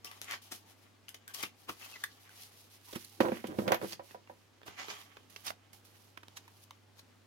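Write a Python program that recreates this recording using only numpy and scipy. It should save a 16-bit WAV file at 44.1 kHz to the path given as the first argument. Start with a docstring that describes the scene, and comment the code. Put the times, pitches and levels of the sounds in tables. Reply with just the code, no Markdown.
"""Adhesive film at a craft table

A sheet of self-adhesive plastic film is handled close up in a small room. The backing slides in tiny
slips, creases buckle and snap, and stick-slip draws short squeaks. Something hollow is set down, dragged
and left rocking, its body ringing with the table top. Then a card is pulled over and the film is laid
on it. A mains hum and a soft hiss lie underneath."""
import sys
import numpy as np
from scipy import signal
from scipy.fft import rfft, irfft, next_fast_len
from scipy.io import wavfile
from scipy.ndimage import uniform_filter1d

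SR = 44100
rng = np.random.default_rng(int(sys.argv[2]) if len(sys.argv) > 2 else 0)


def store_wav(level_fs):
    """Save 16-bit WAV to argv[1]."""
    pcm = np.round(np.clip(np.atleast_2d(level_fs), -1, 1) * 32767)
    wavfile.write(sys.argv[1], SR, pcm.T.astype(np.int16))


N = 320518
TIME = np.arange(N) / SR
STEPS = np.arange(0, N / SR + .001, .001)  # millisecond grid for hand movements, t/s

# a hand slides film or card along: start/s, length/s, rustle/dB, hiss/dB
STROKES = [(0.082, 0.15, -61, -65.5), (0.198, 0.14, -60.5, -64), (0.275, 0.1, -48, -53.5),
           (0.397, 0.13, -63, -78), (0.649, 0.09, -67, -62.5), (.73, 0.18, -77, -70.5),
           (1.277, 0.07, -60.5, -63), (1.354, 0.12, -45.5, -49.5), (1.552, 0.14, -72, -63.5),
           (1.72, 0.22, -61, -61), (1.793, 0.088, -50, -51.5), (1.864, .12, -53, -55),
           (1.958, 0.14, -60, -60), (2.042, 0.39, -65.5, -66), (2.303, 0.2, -64.5, -54.5),
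           (2.475, 0.23, -68, -61.5), (2.695, 0.098, -68, -60), (2.802, 0.34, -66, -54.5),
           (3.066, 0.15, -66, -62), (3.19, 0.25, -60.5, -56.5), (3.416, 0.13, -59, -62),
           (3.543, 0.14, -63, -55.5), (3.726, 0.037, -46, -63), (3.797, 0.12, -60, -50),
           (3.886, 0.065, -51, -48), (4.022, 0.14, -66, -61), (4.28, 0.21, -85, -72.5),
           (4.759, .13, -46.5, -57.5), (4.868, 0.088, -44.5, -63), (4.841, 0.23, -52.5, -57.5),
           (4.986, 0.33, -67.5, -73.5), (5.305, 0.2, -64, -59), (5.439, 0.08, -48, -46.5),
           (5.864, 0.3, -85, -66), (6.142, 0.43, -69.5, -72.5), (6.47, 0.21, -74, -67.5),
           (6.616, 0.031, -75, -59), (6.697, 0.15, -79, -78), (6.96, 0.054, -66, -63.5)]
# the film lets go all at once and skids to rest: t/s, rustle/dB, hiss/dB
SKIDS = [(0.043, -52.5, -58), (.214, -55, -60), (0.414, -74, -54.5), (.52, -55, -51), (1.335, -50.5, -43),
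         (1.69, -54, -52), (2.036, -70, -52.5), (3.205, -47, -49), (4.28, -92, -69), (4.667, -47, -59.5),
         (5.295, -60, -54.5), (5.73, -64, -56), (5.844, -67, -58.5)]
# bending modes of card and film: f/Hz, width/Hz, relative level/dB
SHEET_MODES = [(820, 108, 0), (1153, 31, 0.5), (2005, 380, 9.5), (2370, 35, -6.5), (3180, 360, -7),
               (4580, 940, 2)]
# creases snap and edges tick:
# t/s, level/dB, decay/ms, ring f/Hz, ring share (0-1), relative treble/dB, relative thud/dB
SNAPS = [(0.0465, -39.5, 2.5, 5070, 0.5, -1, -11.5), (0.0711, -47.5, 6.1, 2800, 1, -15, -17),
         (0.1141, -42, 2.2, 2150, 0.02, -8, -30), (0.2157, -34, 1.52, 5940.0, 0.1, -3, -16),
         (0.244, -46, 1.3, 3030, 0, 3, -12), (0.3108, -33, 1.54, 2020, 0.5, -2.5, -24),
         (0.3208, -37.5, 4.3, 2170, 0.6, -18, -30), (0.3386, -39.5, 5.9, 1970, 0.3, -22, -15),
         (0.5221, -40.5, 7.5, 3530, 0.01, -1.5, -7.5), (1.084, -42.5, 2.7, 3100, 0.47, -11, -29),
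         (1.0908, -46, 2.2, 3120, 0.5, 5.5, -25), (1.1451, -44, 3.3, 3120, 0.2, -3.5, -7),
         (1.2789, -41, 2.3, 1590, 1, 0, -15), (1.3463, -37, 2.5, 4700, 0.6, -1.5, -28.0),
         (1.4296, -37, 5.3, 2320, 0.7, 1.5, -36), (1.4361, -33.5, 6, 2220, 0.13, -13, -8.5),
         (1.6944, -36.5, 8.5, 1190, 0.66, -8, -5.5), (1.9606, -52, 6.7, 1930, 0.6, -17, -9.5),
         (2.0388, -30.5, 3.24, 1740, 0.8, -4, -35), (2.293, -53, 3, 1590, 0.92, -1, -26),
         (2.886, -51.5, 3.7, 1000, 1, -5, -3), (2.9325, -45.5, 5.2, 3570, 0.34, -13, 5),
         (2.9588, -42, 9.3, 2060, 0.04, -3.5, -6), (3.047, -50, 4.1, 4120, 0.7, 5, -17),
         (3.2081, -39.5, 6.1, 2500, 0.7, -9, -10), (3.4719, -46.5, 4.8, 3160, 0.5, -0.5, -20.0),
         (3.68, -34.5, 3, 2280, 0.14, -20, -20), (3.7205, -25.5, 1.4, 11300, 0.23, -29, 0),
         (3.7444, -33, 3.5, 12400, 0.8, -17, -20.0), (3.9237, -41, 4, 4400, 0.5, -12, -17),
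         (3.9315, -37.5, 4, 4560, 0.26, -19, -8.5), (4.1103, -55.5, 7.6, 1840, 0.3, -19, -3),
         (4.2748, -58, 4.1, 1100, 0.79, -15, -10.0), (4.6162, -53.5, 2.0, 1560, 0.2, -21, -1),
         (4.632, -52.5, 2.6, 1590, 0.7, -26, 0), (4.6666, -53, 8.4, 2060.0, 0, -3, -1),
         (4.6806, -44, 3.9, 1410, 0.7, -16, -1.5), (4.8839, -38.5, 2.4, 1360.0, 0.03, -24, -3.5),
         (4.9026, -40.5, 9.5, 4570, 0.1, -30, -16), (5.1696, -43.5, 3, 1320, 0, -21, -6.5),
         (5.3623, -38.5, 2.56, 2720, 0.33, -13, -11), (5.4674, -36.5, 5.6, 5230, 1, -3, -17),
         (5.4805, -36.5, 9.6, 3640, 0.17, -20, -23), (5.5047, -30, 2.4, 700, 1, -18, -11.5),
         (5.7325, -55.5, 4.4, 2200, 0.5, 3.5, -6), (6.175, -41, 3.6, 1580, 0.05, -15, -10.5),
         (6.233, -47.5, 3.7, 1340, 0, -17, -10), (6.283, -41.5, 0.87, 3250, 0.01, -11, -7),
         (6.3723, -43, 7.3, 3730, 0.02, -4.5, -20), (6.48, -51, 4.5, 930, 0.6, -8, -22.0),
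         (6.7084, -41, 1.6, 1056, 0.85, -9.5, -29), (6.9936, -52.5, 6.1, 4070, 0.5, -3.5, -16)]
# film and card squeak: peak t/s, level/dB, half-length/s, f/Hz, glide/(octaves per s)
SQUEAKS = [(1.295, -57, 0.014, 1620, 0), (1.457, -45, 0.0059, 2750, 7.5), (1.836, -52.5, 0.016, 2640, -0.5),
           (1.934, -52, 0.011, 2700, -4), (1.96, -51.5, 0.0094, 2020, -4), (2.04, -35, 0.0038, 1718, 1.5),
           (2.899, -59, 0.014, 986, 0.5), (4.107, -63, 0.008, 2710, -6), (4.275, -63, 0.0033, 2780, -1.5),
           (4.813, -52, .025, 2230, -2), (4.91, -59, .02, 1293, -0.5), (6.713, -61, 0.0025, 3070, 6)]
# object and table top ring together: f/Hz, relative level/dB, t60/s
BODY_MODES = [(136, -13, 0.046), (189, -8, 0.093), (235, 2, 0.073), (334, -2, 0.1), (368.7, -5.5, 0.11),
              (473, -17, 0.095), (509.3, -1.5, 0.18), (561, -7.5, 0.15), (628, -6.5, 0.055),
              (782, 3.5, 0.023), (974, -1.5, 0.096), (1230, -10, 0.083), (1400, 2, 0.018),
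              (1616, -3, 0.074), (1854, -0.5, 0.04), (2270, -4.5, 0.027)]
# the object meets the table: t/s, level/dB, contact f/Hz, relative boom/dB, relative clack/dB
KNOCKS = [(2.928, -56, 426, -23, 0), (2.9581, -45.5, 300, 6.5, -3), (3.204, -18, 388, -5, -9),
          (3.2526, -36, 470, -28, -4), (3.284, -30, 420, -22, -14), (3.318, -30, 413, -0.5, -11.5),
          (3.4412, -33.5, 396, -2, -9.5), (3.5867, -26.5, 349, -2.5, -12), (3.6783, -29.5, 493, -3.5, -1.5),
          (3.7192, -21, 780, -16.5, -4.5), (3.7433, -29.5, 720, -22, -4), (3.8143, -40.5, 440, -4, -1),
          (3.8436, -40, 480, -7, -7)]
# the object is pulled over the table: start/s, length/s, level/dB
PULLS = [(3.205, .11, -32), (3.29, 0.12, -45.5), (3.476, .13, -42), (3.549, 0.15, -38), (3.648, 0.094, -33),
         (3.812, 0.052, -40.5)]
# where the hands work: t/s, left minus right/dB, room send/dB
HAND_PLACES = [(0, 4.5, -1), (.35, 1.5, -5.5), (1.1, 5, -5.5), (1.7, 2, -11), (2.6, 0, -7.5),
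               (2.93, -4, -17.5), (3.75, -5.5, -9), (4.3, -4, -7), (4.9, -3.5, -5.5), (5.4, -6.5, -13.5),
               (6.4, -4, -13.5), (6.68, 0, -11), (7.27, 3.5, -11)]
# decay of the room: f/Hz, t60/s
ROOM_DECAY = [(150, 0.54), (500, 0.19), (1500, 0.21), (5000, 0.21), (15000, 0.16)]

# tone colours, each one: f/Hz, relative level/dB
AIR_EQ = [(20, -9), (50, -11.5), (80, 0.5), (150, -0.5), (240, 5), (400, 0.5), (650, -3.5), (1500, -7.5),
          (3100, -11), (5000, -13.5), (7700, -19), (11400, -22), (16000, -26)]  # room air
RUSTLE_EQ = [(60, -44), (200, -1.5), (400, -0.5), (750, 2.5), (1200, 4.5), (2000, -7), (3000, 2.5),
             (4700, -9), (7000, -3.5), (12000, -47)]  # midrange of the sliding sheet
HISS_EQ = [(1200, -31), (2500, 3), (4500, 4.5), (6000, 3.5), (7500, -2.5), (9500, 1.5), (11500, 4),
           (14000, 0), (16000, -4.5)]  # top end of the sliding sheet
CRACK_EQ = [(300, -23), (600, 0), (1000, 8.5), (2000, 4), (3200, 2.5), (5000, 0), (6500, -0.5), (9000, -20)]  # bite of a snap
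TREBLE_EQ = [(3500, -33), (5500, 0.5), (7500, 0.5), (9000, 7), (11500, 6), (14000, 1.5), (16000, -6.5)]  # bright tip of a snap
THUD_EQ = [(40, -17.5), (90, -10), (220, -3.5), (400, -1), (650, -7), (1200, -34)]  # weight under snaps and drags
CLACK_EQ = [(500, -19), (900, 8.5), (1400, 6.5), (2300, 2.5), (3200, -3), (4600, -10), (7000, -24.5),
            (12000, -18)]  # a hard edge on the table

TOP_HZ = 16200  # treble cutoff


def undb(db):
    """Decibels to gain."""
    return 10 ** (np.asarray(db) / 20)


def unit(x):
    """Scale to rms 1."""
    return x / np.sqrt(np.mean(x ** 2) + 1e-30)


def colour(x, eq):
    """Causal EQ through (f/Hz, level/dB) points, falling 24 dB an octave below the first."""
    n = x.shape[-1]
    size = 2 * next_fast_len(n)
    hz, db = np.transpose(eq)
    f = np.maximum(np.arange(size // 2 + 1) * SR / size, 1)
    skirt_db = -24 * np.maximum(np.log2(hz[0] / f), 0)
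    gain = undb(np.interp(np.log(f), np.log(hz), db) + skirt_db)
    cepstrum = irfft(np.log(gain))
    cepstrum[1:size // 2] *= 2  # fold to minimum phase
    cepstrum[size // 2 + 1:] = 0
    return irfft(rfft(x, size) * np.exp(rfft(cepstrum)))[..., :n]


def resonance(x, hz, width_hz, passes=1):
    """Two-pole band-pass with gain 1 at the centre; more passes steepen it."""
    for _ in range(passes):
        x = signal.lfilter(*signal.iirpeak(hz, hz / min(width_hz, SR / 3), SR), x)
    return x


def stereo_noise(n, apart):
    """White noise, from mono (apart=0) to fully wide (apart=1)."""
    noise = rng.standard_normal((3, n))
    return np.sqrt(1 - apart) * noise[0] + np.sqrt(apart) * noise[1:]


def wander(rate_hz):
    """Smooth random drift, heading for a new value rate_hz times a second."""
    hold = int(SR / rate_hz)
    stairs = np.repeat(rng.standard_normal(N // hold + 1), hold)
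    return 1.97 * uniform_filter1d(stairs, hold)[:N]


def add(track, s, x):
    """Mix a sound in at time s."""
    i = max(int(s * SR), 0)
    track[:, i:i + x.shape[-1]] += x[..., :N - i]


def air_and_hum(air_db=-67, hum_hz=99.7, hum_db=-68.5):
    """The bed: room air and a wavering transformer hum, a little to the right."""
    air = unit(colour(stereo_noise(N, 0.58), AIR_EQ)) * undb(air_db + .5 * wander(3.33))
    hum = np.sqrt(2) * np.sin(2 * np.pi * hum_hz * TIME) * undb(hum_db + wander(0.99))
    return air + hum * undb([[-1], [1]])


def stroke(start_s, length_s, half_width=0.4, flatness=2.33):
    """Friction envelope of one hand movement: the speed swells and falls in a flat-topped bell."""
    from_middle = np.abs((STEPS - start_s) / length_s - .5)
    return np.exp(-np.minimum(from_middle / half_width, 5) ** flatness)


def skid(start_s, attack_s=0.0075, release_s=0.039):
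    """Friction envelope of a sudden release: a quick attack, then a steady loss of speed."""
    t = np.maximum(STEPS - start_s, 0)
    return np.minimum(t / attack_s, 1) * np.exp(-np.maximum(t - attack_s, 0) / release_s)


def rubbing_db(resting_rustle_db=-72.5, resting_hiss_db=-90):
    """Rustle and hiss levels: strokes and skids add in power, and the held sheet is never quite still."""
    moves = [(stroke(s, length_s), levels) for s, length_s, *levels in STROKES]
    moves += [(skid(s), levels) for s, *levels in SKIDS]
    resting = undb([[resting_rustle_db], [resting_hiss_db]]) ** 2
    moving = sum(np.outer(undb(levels) ** 2, env ** 2) for env, levels in moves)
    return [np.interp(TIME, STEPS, 10 * np.log10(power)) for power in resting + moving]


def sliding(slips_per_s=1500, slip_s=0.00075, smoothness=0.96, flex=3.5, flicker=1.21):
    """Surfaces catch and let go in countless tiny slips; the sheet's modes come and go as it flexes."""
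    rustle_db, hiss_db = rubbing_db()
    slip_sizes = undb(3 * np.minimum(rng.exponential(size=N), 5))
    slip_power = (rng.random(N) < slips_per_s / SR) * slip_sizes ** 2
    grit = unit(np.sqrt(signal.lfilter([1], [1, -np.exp(-1 / (slip_s * SR))], slip_power)))
    friction = stereo_noise(N, 0.98) * np.hypot(smoothness, grit)
    flexing = sum(resonance(friction, hz, width_hz) * undb(db + 1 + flex * wander(12))
                  for hz, width_hz, db in SHEET_MODES)
    rustle = unit(colour(friction + flexing, RUSTLE_EQ)) * undb(rustle_db + flicker * wander(70))
    hiss = unit(colour(friction[::, ::-1], HISS_EQ)) * undb(hiss_db + flicker * wander(50))
    return rustle + hiss


def snaps(ring_width_hz=260, octave_db=-10, broadband_db=-13, size=4096):
    """A crease buckles: a tight burst of cracks, the ring of the facet beside it, a thud in the sheet."""
    out, lead = np.zeros((2, N)), size // 4
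    t_ms = (np.arange(size) - lead) / SR * 1000
    for s, db, decay_ms, ring_hz, ring_share, treble_db, thud_db in SNAPS:
        rise_ms = decay_ms ** 2 / 12  # long snaps are avalanches that build up first
        env = np.exp(-np.abs(t_ms) / np.where(t_ms < 0, rise_ms, decay_ms))
        burst = env * stereo_noise(size, 0.42)
        ring = unit(resonance(burst, ring_hz, ring_width_hz))
        if 2 * ring_hz < TOP_HZ:
            ring += undb(octave_db) * unit(resonance(burst, 2 * ring_hz, ring_width_hz))
        # a large, low-pitched facet cracks duller than a small one
        facet = resonance(burst, ring_hz, 3.1 * ring_hz, passes=2)
        crack = unit(colour(facet + undb(broadband_db) * burst, CRACK_EQ))
        snap = np.sqrt(ring_share) * ring + np.sqrt(1 - ring_share) * crack
        snap += undb(treble_db) * unit(colour(burst, TREBLE_EQ))
        snap += undb(thud_db) * unit(colour(burst, THUD_EQ))
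        add(out, s - lead / SR, undb(db) * np.sqrt(np.mean(env ** 2)) * snap)
    return out


def squeaks(width_hz=130, octave_db=-16, size=8192):
    """Quick stick-slip makes one mode of the film sing; its pitch slides as the free length changes."""
    out = np.zeros((2, N))
    t = (np.arange(size) - size // 2) / SR
    for s, db, half_length_s, hz, glide in SQUEAKS:
        phase = 2 * np.pi * np.cumsum(hz * 2 ** (glide * t)) / SR
        grip = signal.lfilter(*signal.butter(2, width_hz / 2, fs=SR), rng.standard_normal((2, size)))
        fundamental, octave = (grip[0] * np.cos(k * phase) + grip[1] * np.sin(k * phase) for k in (1, 2))
        tone = fundamental + undb(octave_db) * octave
        env = np.exp(-(t / half_length_s) ** 2 / 2)
        add(out, s + t[0], undb(db) * unit(tone * env) * np.sqrt(np.mean(env ** 2)))
    return out


def hollow_body(scatter_db, echo_s=.0089, echo_gain=0.22, size=8192):
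    """One push rings the object's modes, weighted at random as if touched in a new spot."""
    t = np.arange(size) / SR
    ring = 0
    for hz, db, t60 in BODY_MODES:
        gain = rng.choice([-1, 1]) * undb(db + scatter_db * rng.standard_normal((2, 1)))
        ring = ring + gain * np.sin(2 * np.pi * hz * t) * 1000 ** (-t / t60)
    echo = np.pad(ring, ((0, 0), (int(echo_s * SR), 0)))[:, :size]  # off a hard surface by the table
    return ring + echo_gain * echo


def knocks(blows, sustain, damping_s=0.015, clack_s=0.012, rattle_db=-5, boom_top_hz=300):
    """Blows on the table ring, boom and clack; a low sustain is the hand damping the ring at once."""
    out, attack = np.zeros((2, N)), int(0.0077 * SR)
    boom_band = signal.butter(2, [boom_top_hz / 2.77, boom_top_hz], "bandpass", fs=SR, output="sos")
    for s, db, contact_hz, boom_db, clack_db in blows:
        ring = hollow_body(scatter_db=1.5)
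        t = np.arange(ring.shape[1]) / SR
        ring *= sustain + np.exp(-(t / damping_s) ** 2 / 2)
        # a short, stiff contact favours the higher modes
        tone = resonance(ring, contact_hz, 0.97 * contact_hz, passes=2)
        boom = signal.sosfilt(boom_band, ring)
        burst = stereo_noise(len(t), 1.0) * np.exp(-t / clack_s)
        clack = unit(colour(burst, CLACK_EQ)) + undb(rattle_db) * unit(colour(ring, CLACK_EQ))
        layers = [(tone, db), (boom, db + boom_db), (clack, db + clack_db)]
        add(out, s, sum(x * undb(layer_db) / np.std(x[:, :attack]) for x, layer_db in layers))
    return out


def dragging(slips_per_s=450, soft_hz=950, damping_s=0.017, gentle_hz=380, rumble_db=-8):
    """Uneven stick-slip pushes ring the body, damped by the hand, over a low rumble."""
    pull_power = sum((undb(db) * stroke(s, length_s)) ** 2 for s, length_s, db in PULLS)
    pull = np.interp(TIME, STEPS, np.sqrt(pull_power))
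    judder = 0
    for _ in range(3):  # each corner catches and rings the modes in its own way
        slips = rng.random(N) < slips_per_s / SR
        force = undb(3 * rng.standard_normal(N) + 3 * wander(25.11)) * rng.choice([-1, 1], N)
        pushes = signal.lfilter(*signal.butter(2, soft_hz, fs=SR), slips * force)
        ring = hollow_body(scatter_db=4.0)
        ring *= np.exp(-np.arange(ring.shape[1]) / SR / damping_s)
        judder = judder + signal.fftconvolve(pushes[None], ring, axes=1)[:, :N]
    judder = unit(signal.sosfilt(signal.butter(2, 170, "highpass", fs=SR, output="sos"), judder))
    # a gentle pull stirs only the low modes; the rest grow with its force
    low = signal.sosfiltfilt(signal.butter(2, gentle_hz, fs=SR, output="sos"), judder)
    brightness = (pull / pull.max()) ** 0.44
    rumble = undb(rumble_db) * unit(colour(stereo_noise(N, 0.42), THUD_EQ))
    return (low + (judder - low) * brightness + rumble) * pull


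def rocking(period_s=0.1511, first_db=-41, loss_db=1.5, contact_hz=700, boom_db=-15, clack_db=-14.5):
    """Let go after the last knock, the object rocks: three even taps, each weaker, ringing freely."""
    let_go_s = KNOCKS[-1][0]
    taps = [(let_go_s + (k + 1) * period_s, first_db - k * loss_db, contact_hz, boom_db, clack_db)
            for k in range(3)]
    return knocks(taps, sustain=1)


def room(x, predelay_s=0.0022, build_s=0.0032, early_boost=1.65, early_s=0.028, size=24000):
    """A small furnished room: quick reflections off the table and shelves, then a diffuse tail."""
    t = np.arange(size) / SR
    f, frame_s, spectrum = signal.stft(stereo_noise(size, .85), SR, nperseg=256)
    hz, t60 = np.transpose(ROOM_DECAY)
    decay = 1000 ** (-frame_s / np.interp(np.log(f + 1), np.log(hz), t60)[:, None])
    shape = np.clip((t - predelay_s) / build_s, 0, 1) * (1 + early_boost * np.exp(-t / early_s))
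    tail = signal.istft(spectrum * decay, SR)[1][:, :size] * shape
    return signal.fftconvolve(x, unit(tail) / np.sqrt(size), axes=1)[:, :N]


def pan(x, pan_db, lag_s_per_db=.000066):
    """Constant-power pan: the sound arrives louder and sooner on the nearer side."""
    side_db = np.array([[1], [-1]]) * pan_db / 2
    lead = np.round(side_db * lag_s_per_db * SR).astype(int)
    shifted = np.take_along_axis(x, np.clip(np.arange(N) + lead, 0, N - 1), axis=1)
    gain = undb(side_db)
    return shifted * gain / np.sqrt(np.mean(gain ** 2, axis=0))


def scene():
    """All the handling, panned with the hands and sent to the room, over the bed of air and hum."""
    s, *columns = np.transpose(HAND_PLACES)
    pan_db, send_db = (np.interp(TIME, s, column) for column in columns)
    film = snaps() + squeaks() + sliding()
    hollow_object = knocks(KNOCKS, sustain=0.19) + rocking() + dragging()
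    handling = film + hollow_object
    return pan(handling, pan_db) + room(handling * undb(send_db)) + air_and_hum()


def record(dry):
    """A steep low-pass shaves off the very top."""
    return signal.sosfilt(signal.ellip(8, .2, 70, TOP_HZ, fs=SR, output="sos"), dry)


dry = scene()
out = record(dry)
store_wav(out)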